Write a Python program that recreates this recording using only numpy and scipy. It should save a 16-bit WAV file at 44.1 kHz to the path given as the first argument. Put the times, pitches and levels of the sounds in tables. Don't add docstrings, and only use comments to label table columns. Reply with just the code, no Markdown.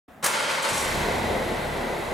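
import sys
import numpy as np
from scipy import signal
from scipy.fft import rfft, irfft, next_fast_len
from scipy.io import wavfile
from scipy.ndimage import uniform_filter1d, map_coordinates

SR = 44100
rng = np.random.default_rng(int(sys.argv[2]) if len(sys.argv) > 2 else 0)


def to_linear_factor(level_db):
    exponent = np.asarray(level_db, float) / 20
    return 10 ** exponent


def dump(signal):
    limited = np.clip(np.atleast_2d(signal).T, -1, 1)
    pcm = np.round(limited * 32767).astype(np.int16)
    wavfile.write(sys.argv[1], SR, pcm)


N = 93977
SECONDS = np.arange(N) / SR

CATCH_S = 0.705
DRY_S, OILING_S = 0.88, 0.46
STROKE_RISE_S = 0.0098
HISS_PATCHY_DB = 0.8

# frequency in Hz, left-right likeness from 0 to 1.
ALIKE = [(60, 0.79), (130, 0.9), (290, 0.83), (640, 0.69), (1410, 0.43), (3100, 0.71), (6820, 0.96),
         (15000, 0.81)]


def unit(x):
    return x / np.sqrt(np.mean(x ** 2) + 1e-20)


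def along(points, hz):
    f, v = np.transpose(points)
    return np.interp(np.log(hz + 1), np.log(f + 1), v)


def wobble(rate):
    knots = rng.standard_normal(int(N * rate / SR) + 4)
    return map_coordinates(knots, [np.arange(N) * rate / SR])


def filtered(x, response):
    m = next_fast_len(N + SR // 2)
    return irfft(rfft(x, m) * response(np.fft.rfftfreq(m, 1 / SR)), m)[..., :N]


def colour(spectrum):
    return lambda hz: to_linear_factor(along(spectrum, hz))


def resonant(peaks):
    return lambda hz: to_linear_factor(sum(db * w * w / (w * w + 4 * (hz - centre) ** 2) for centre, w, db in peaks))


def rush(gain, patchy_db, gate=1, alike=ALIKE):
    z = signal.stft(rng.standard_normal((2, N)), nperseg=512)[2]
    field = uniform_filter1d(rng.standard_normal(z.shape[1:]), 5, 0)
    field = uniform_filter1d(field, 10, 1)
    patchy = signal.istft(z * to_linear_factor(patchy_db * unit(field)), nperseg=512)[1][:, :N]
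    turn = lambda hz: np.arccos(np.clip(along(alike, hz), -1, 1)) / 2
    mid, side = filtered(gate * patchy, lambda hz: gain(hz) * [np.cos(turn(hz)), np.sin(turn(hz))])
    return unit(np.array([mid + side, mid - side]))


def bursts(starts, levels_db, t60s, rise_s):
    age = np.maximum(SECONDS - np.asarray(starts)[:, None], 0)
    decay = to_linear_factor(np.asarray(levels_db)[:, None] - 60 * age / np.asarray(t60s)[:, None])
    each = decay * (1 - np.exp(-age / rise_s))
    return np.sqrt((each ** 2).sum(axis=0))


def ventilation():
    # frequency in Hz, level in dB per Hz.
    duct_tone = [(15, -40), (25, -15), (166, -3.5), (229, -2), (516, -15), (658, -6.5), (1940, -18),
                 (5280, -37.5), (16000, -35.5)]
    # frequency in Hz, left-right likeness.
    duct_alike = [(100, .9), (1000, 0.82), (3000, .5), (7000, 0.9), (12000, 0.22)]
    return to_linear_factor(-47.5) * rush(colour(duct_tone), patchy_db=1.5, alike=duct_alike)


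def garage(x):
    # frequency in Hz, t60 in seconds.
    wall_t60 = [(100, 1.43), (1000, 2.03), (4000, 2.7), (12000, 0.47)]
    hz, t, z = signal.stft(rng.standard_normal((2, SR)), SR, nperseg=256)
    a, b = z * to_linear_factor(-60 * t / along(wall_t60, hz)[:, None])
    turn = np.arccos(np.clip(along(ALIKE, hz), -1, 1))[:, None] / 2
    mid, side = a * np.cos(turn), b * np.sin(turn)
    tail = signal.istft(np.array([mid + side, mid - side]), SR, nperseg=256)[1]
    late = np.pad(x.mean(axis=0), (500, 0))[None]
    answer = signal.fftconvolve(late, tail / np.linalg.norm(tail[0]), axes=1)[:, :N]
    return to_linear_factor(-5) * answer


def starter():
    # start in seconds, level in dB, decay t60 in seconds.
    clanks = [
        (.2275, -36, 0.042),
        (0.241, -17, 0.082),
        (0.2602, -16.5, 0.11),
        (0.6223, -25, 0.048),
        (0.7276, -37, 0.054),
        (.8469, -31, 0.089),
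    ]
    # start in seconds, level in dB, brightness in dB, t60 in seconds.
    strokes = [
        (0.225, -25, -5.5, 1.5),
        (0.324, -26, -14, 1.27),
        (.385, -32.5, -7, 2),
        (0.489, -26.5, -8, 1.32),
        (0.623, -24.5, -6.5, 1.05),
        (.68, -41.5, 11.5, 0.66),
        (0.726, -30.5, 2.5, 0.7),
        (.768, -39, 11.5, .7),
        (.80, -45, 0, 0.43),
        (.847, -52, -7, 0.62),
    ]
    # frequency in Hz, width in Hz, height in dB.
    housing = [(560, 100, 6), (880, 130, 5), (1400, 110, 2), (2150, 250, 4), (2510, 60, 3), (3050, 150, 2),
               (5680, 300, 2), (8020, 150, 1)]
    flywheel = [(1430, 60, 22), (1370, 40, 16), (830, 50, 12), (1030, 60, 12), (565, 40, 12)]
    # frequency in Hz, level in dB per Hz.
    low_tone = [(71, -50), (120, -15), (316, -12.5), (387, -9), (554, -6), (757, -10), (898, -3.5),
                (1020, -3.5), (5000, -15.5), (6500, -32), (11000, -120)]
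    high_tone = [(2350, -38), (4000, -2.5), (5010, -16), (5730, 1), (6210, -1.5), (8060, 1), (11300, -5),
                 (16000, -26)]
    clank_tone = [(88, -53), (150, -3), (303, -20), (555, -3.5), (1290, -8), (1450, 0), (3220, -13.5),
                  (8070, -6), (16000, -18.5)]
    # frequency in Hz, left-right likeness.
    clank_alike = [(300, 0.97), (3000, 1), (12000, .95)]

    start, db, bright_db, t60 = np.transpose(strokes)
    teeth = to_linear_factor(1 * wobble(95.2))
    ring = resonant(housing)
    pinion = resonant([(6550, 300, 4)])
    low = rush(lambda hz: colour(low_tone)(hz) * ring(hz), patchy_db=0.5, gate=teeth)
    high = rush(lambda hz: colour(high_tone)(hz) * ring(hz), HISS_PATCHY_DB, gate=teeth)
    grind = bursts(start, db, t60, STROKE_RISE_S) * low
    grind = grind + bursts(start, db + bright_db - 1, 0.55 * t60, STROKE_RISE_S) * high

    sing = rush(lambda hz: colour(low_tone)(hz) * resonant(flywheel)(hz), patchy_db=-2)
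    sing = bursts([0.24], [-31], [1.5], STROKE_RISE_S) * sing

    blows = rush(lambda hz: colour(clank_tone)(hz) * ring(hz) * pinion(hz), patchy_db=2.5,
                 gate=to_linear_factor(1.6 * wobble(301)), alike=clank_alike)
    return grind + sing + bursts(*np.transpose(clanks), rise_s=0.0012) * blows


def valve_train_and_belts(first_s):
    # frequency in Hz, level in dB per Hz.
    valve_tone = [(880, -18.5), (1500, -3), (1730, -7), (2000, -1.5), (2340, -7.5), (2750, -9),
                  (3360, -11.5), (3990, -11), (5000, -22.5), (6500, -71), (11000, -120)]
    belt_tone = [(2820, -14.5), (4800, -3.5), (7070, -3), (8140, -2.5), (8960, -5), (10400, -5),
                 (13500, -9.5), (15200, -17), (16000, -15)]
    # frequency in Hz, width in Hz, height in dB.
    pulley = [(1990, 300, 3), (8750, 500, -3), (11100, 900, 4)]
    ring = resonant(pulley)
    dryness = np.exp(-np.maximum(SECONDS - DRY_S, 0) / OILING_S)
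    running = np.clip((SECONDS - first_s) / (DRY_S - first_s), 0, 1)
    ticking = rush(lambda hz: colour(valve_tone)(hz) * ring(hz), HISS_PATCHY_DB, gate=to_linear_factor(0.64 * wobble(120)))
    hiss = rush(lambda hz: colour(belt_tone)(hz) * ring(hz), HISS_PATCHY_DB, gate=to_linear_factor(0.47 * wobble(200)))
    valves = to_linear_factor(-39.5 + 8 * dryness) * ticking
    belts = to_linear_factor(-49.5 + 9.5 * dryness) * hiss
    whine = to_linear_factor(-62 + wobble(5)) * np.sin(2 * np.pi * 9993 * SECONDS)
    return running * (valves + belts + whine)


def block_roar(puff):
    # frequency in Hz, level in dB per Hz.
    block_tone = [(150, -28), (250, -7), (291, -15.5), (350, -3.5), (527, -3), (660, -4), (962, -6),
                  (1050, -10), (1700, -20), (2210, -31), (3740, -120)]
    return to_linear_factor(0.71 * wobble(10.88)) * rush(colour(block_tone), patchy_db=1.3, gate=np.sqrt(puff))


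def exhaust(rate, fired, puff, load):
    # multiple of the firing rate, level in dB over load.
    order_db = [
        (1, -20),
        (2, -16),
        (3, -22),
        (4, -19),
        (5, -17),
        (7, -22.5),
    ]
    # frequency in Hz, level in dB per Hz.
    pipe_tone = [(15, -39.5), (25, -19), (70, -0.5), (102, -3), (226, -0.5), (290, -9), (330, 2),
                 (430, -40), (730, -120)]
    # frequency in Hz, width in Hz, height in dB.
    silencer = [(76, 14, 5), (165, 20, 3), (223, 14, 7)]
    pipe_patchy_db = 1.5

    orders = 0
    for multiple, db in order_db:
        sway = to_linear_factor(db + 2.5 * wobble(6.25))
        cycles = multiple * fired + rng.random() + 0.031 * wobble(8.5)
        orders = orders + sway * np.sin(2 * np.pi * cycles)
    pipe = rush(lambda hz: colour(pipe_tone)(hz) * resonant(silencer)(hz), pipe_patchy_db, gate=puff)
    flare = to_linear_factor(6.5 * np.exp(-((SECONDS - 0.93) / 0.09) ** 2))
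    lug = np.maximum(33 - rate, 0) * (SECONDS > DRY_S + OILING_S)
    note = flare * (np.sqrt(2) * orders + to_linear_factor(-9.5) * pipe) * to_linear_factor(0.5 * lug)
    thud = bursts([CATCH_S], [-36], [0.57], STROKE_RISE_S) * rush(colour(pipe_tone), pipe_patchy_db)
    return thud + load * note


def engine():
    # time in seconds, firings a second, load in dB.
    run = [(0.719, 21, -40.5), (0.851, 28, -34), (0.952, 33, -31.5), (1.02, 38, -29.5), (1.119, 44, -28),
           (1.25, 46.5, -29), (1.4, 37.3, -30), (1.599, 36.5, -31), (1.8, 36.6, -30.5), (1.949, 32.5, -31),
           (2.13, 29.7, -32)]
    s, rates, loads_db = np.transpose(run)
    rate = np.interp(SECONDS, s, rates)
    load = to_linear_factor(np.where(SECONDS < CATCH_S, -70, np.interp(SECONDS, s, loads_db)))
    fired = np.cumsum(rate) / SR
    size = to_linear_factor(3 * rng.standard_normal(200))[fired.astype(int)]
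    puff_share = 0.22
    puff = 1 - puff_share + puff_share * 2 * size * np.sin(np.pi * fired) ** 2
    return exhaust(rate, fired, puff, load) + load * block_roar(puff) + valve_train_and_belts(s[0])


def scene():
    car = starter() + engine()
    return ventilation() + garage(car) + car


def low_pass(x):
    return signal.sosfilt(signal.butter(12, 16130, fs=SR, output="sos"), x)


def record(dry):
    # frequency in Hz, left over right in dB.
    lean = [(60, -3.0), (180, -1.0), (550, 1), (1650, 0), (4970, 0.5), (15000, 0.0)]
    port = lambda hz: to_linear_factor(-7 * np.exp(-((hz - 2880) / 40) ** 2))
    sides = np.array([[0.5], [-0.5]])
    x = filtered(dry, lambda hz: (hz < 15800) * port(hz) * to_linear_factor(along(lean, hz) * sides))
    open_s, fade_s = 0.0791, 0.0077
    x = x * np.clip((SECONDS - open_s) / fade_s, 0, 1)
    return low_pass(x)


dry = scene()
out = record(dry)
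dump(out)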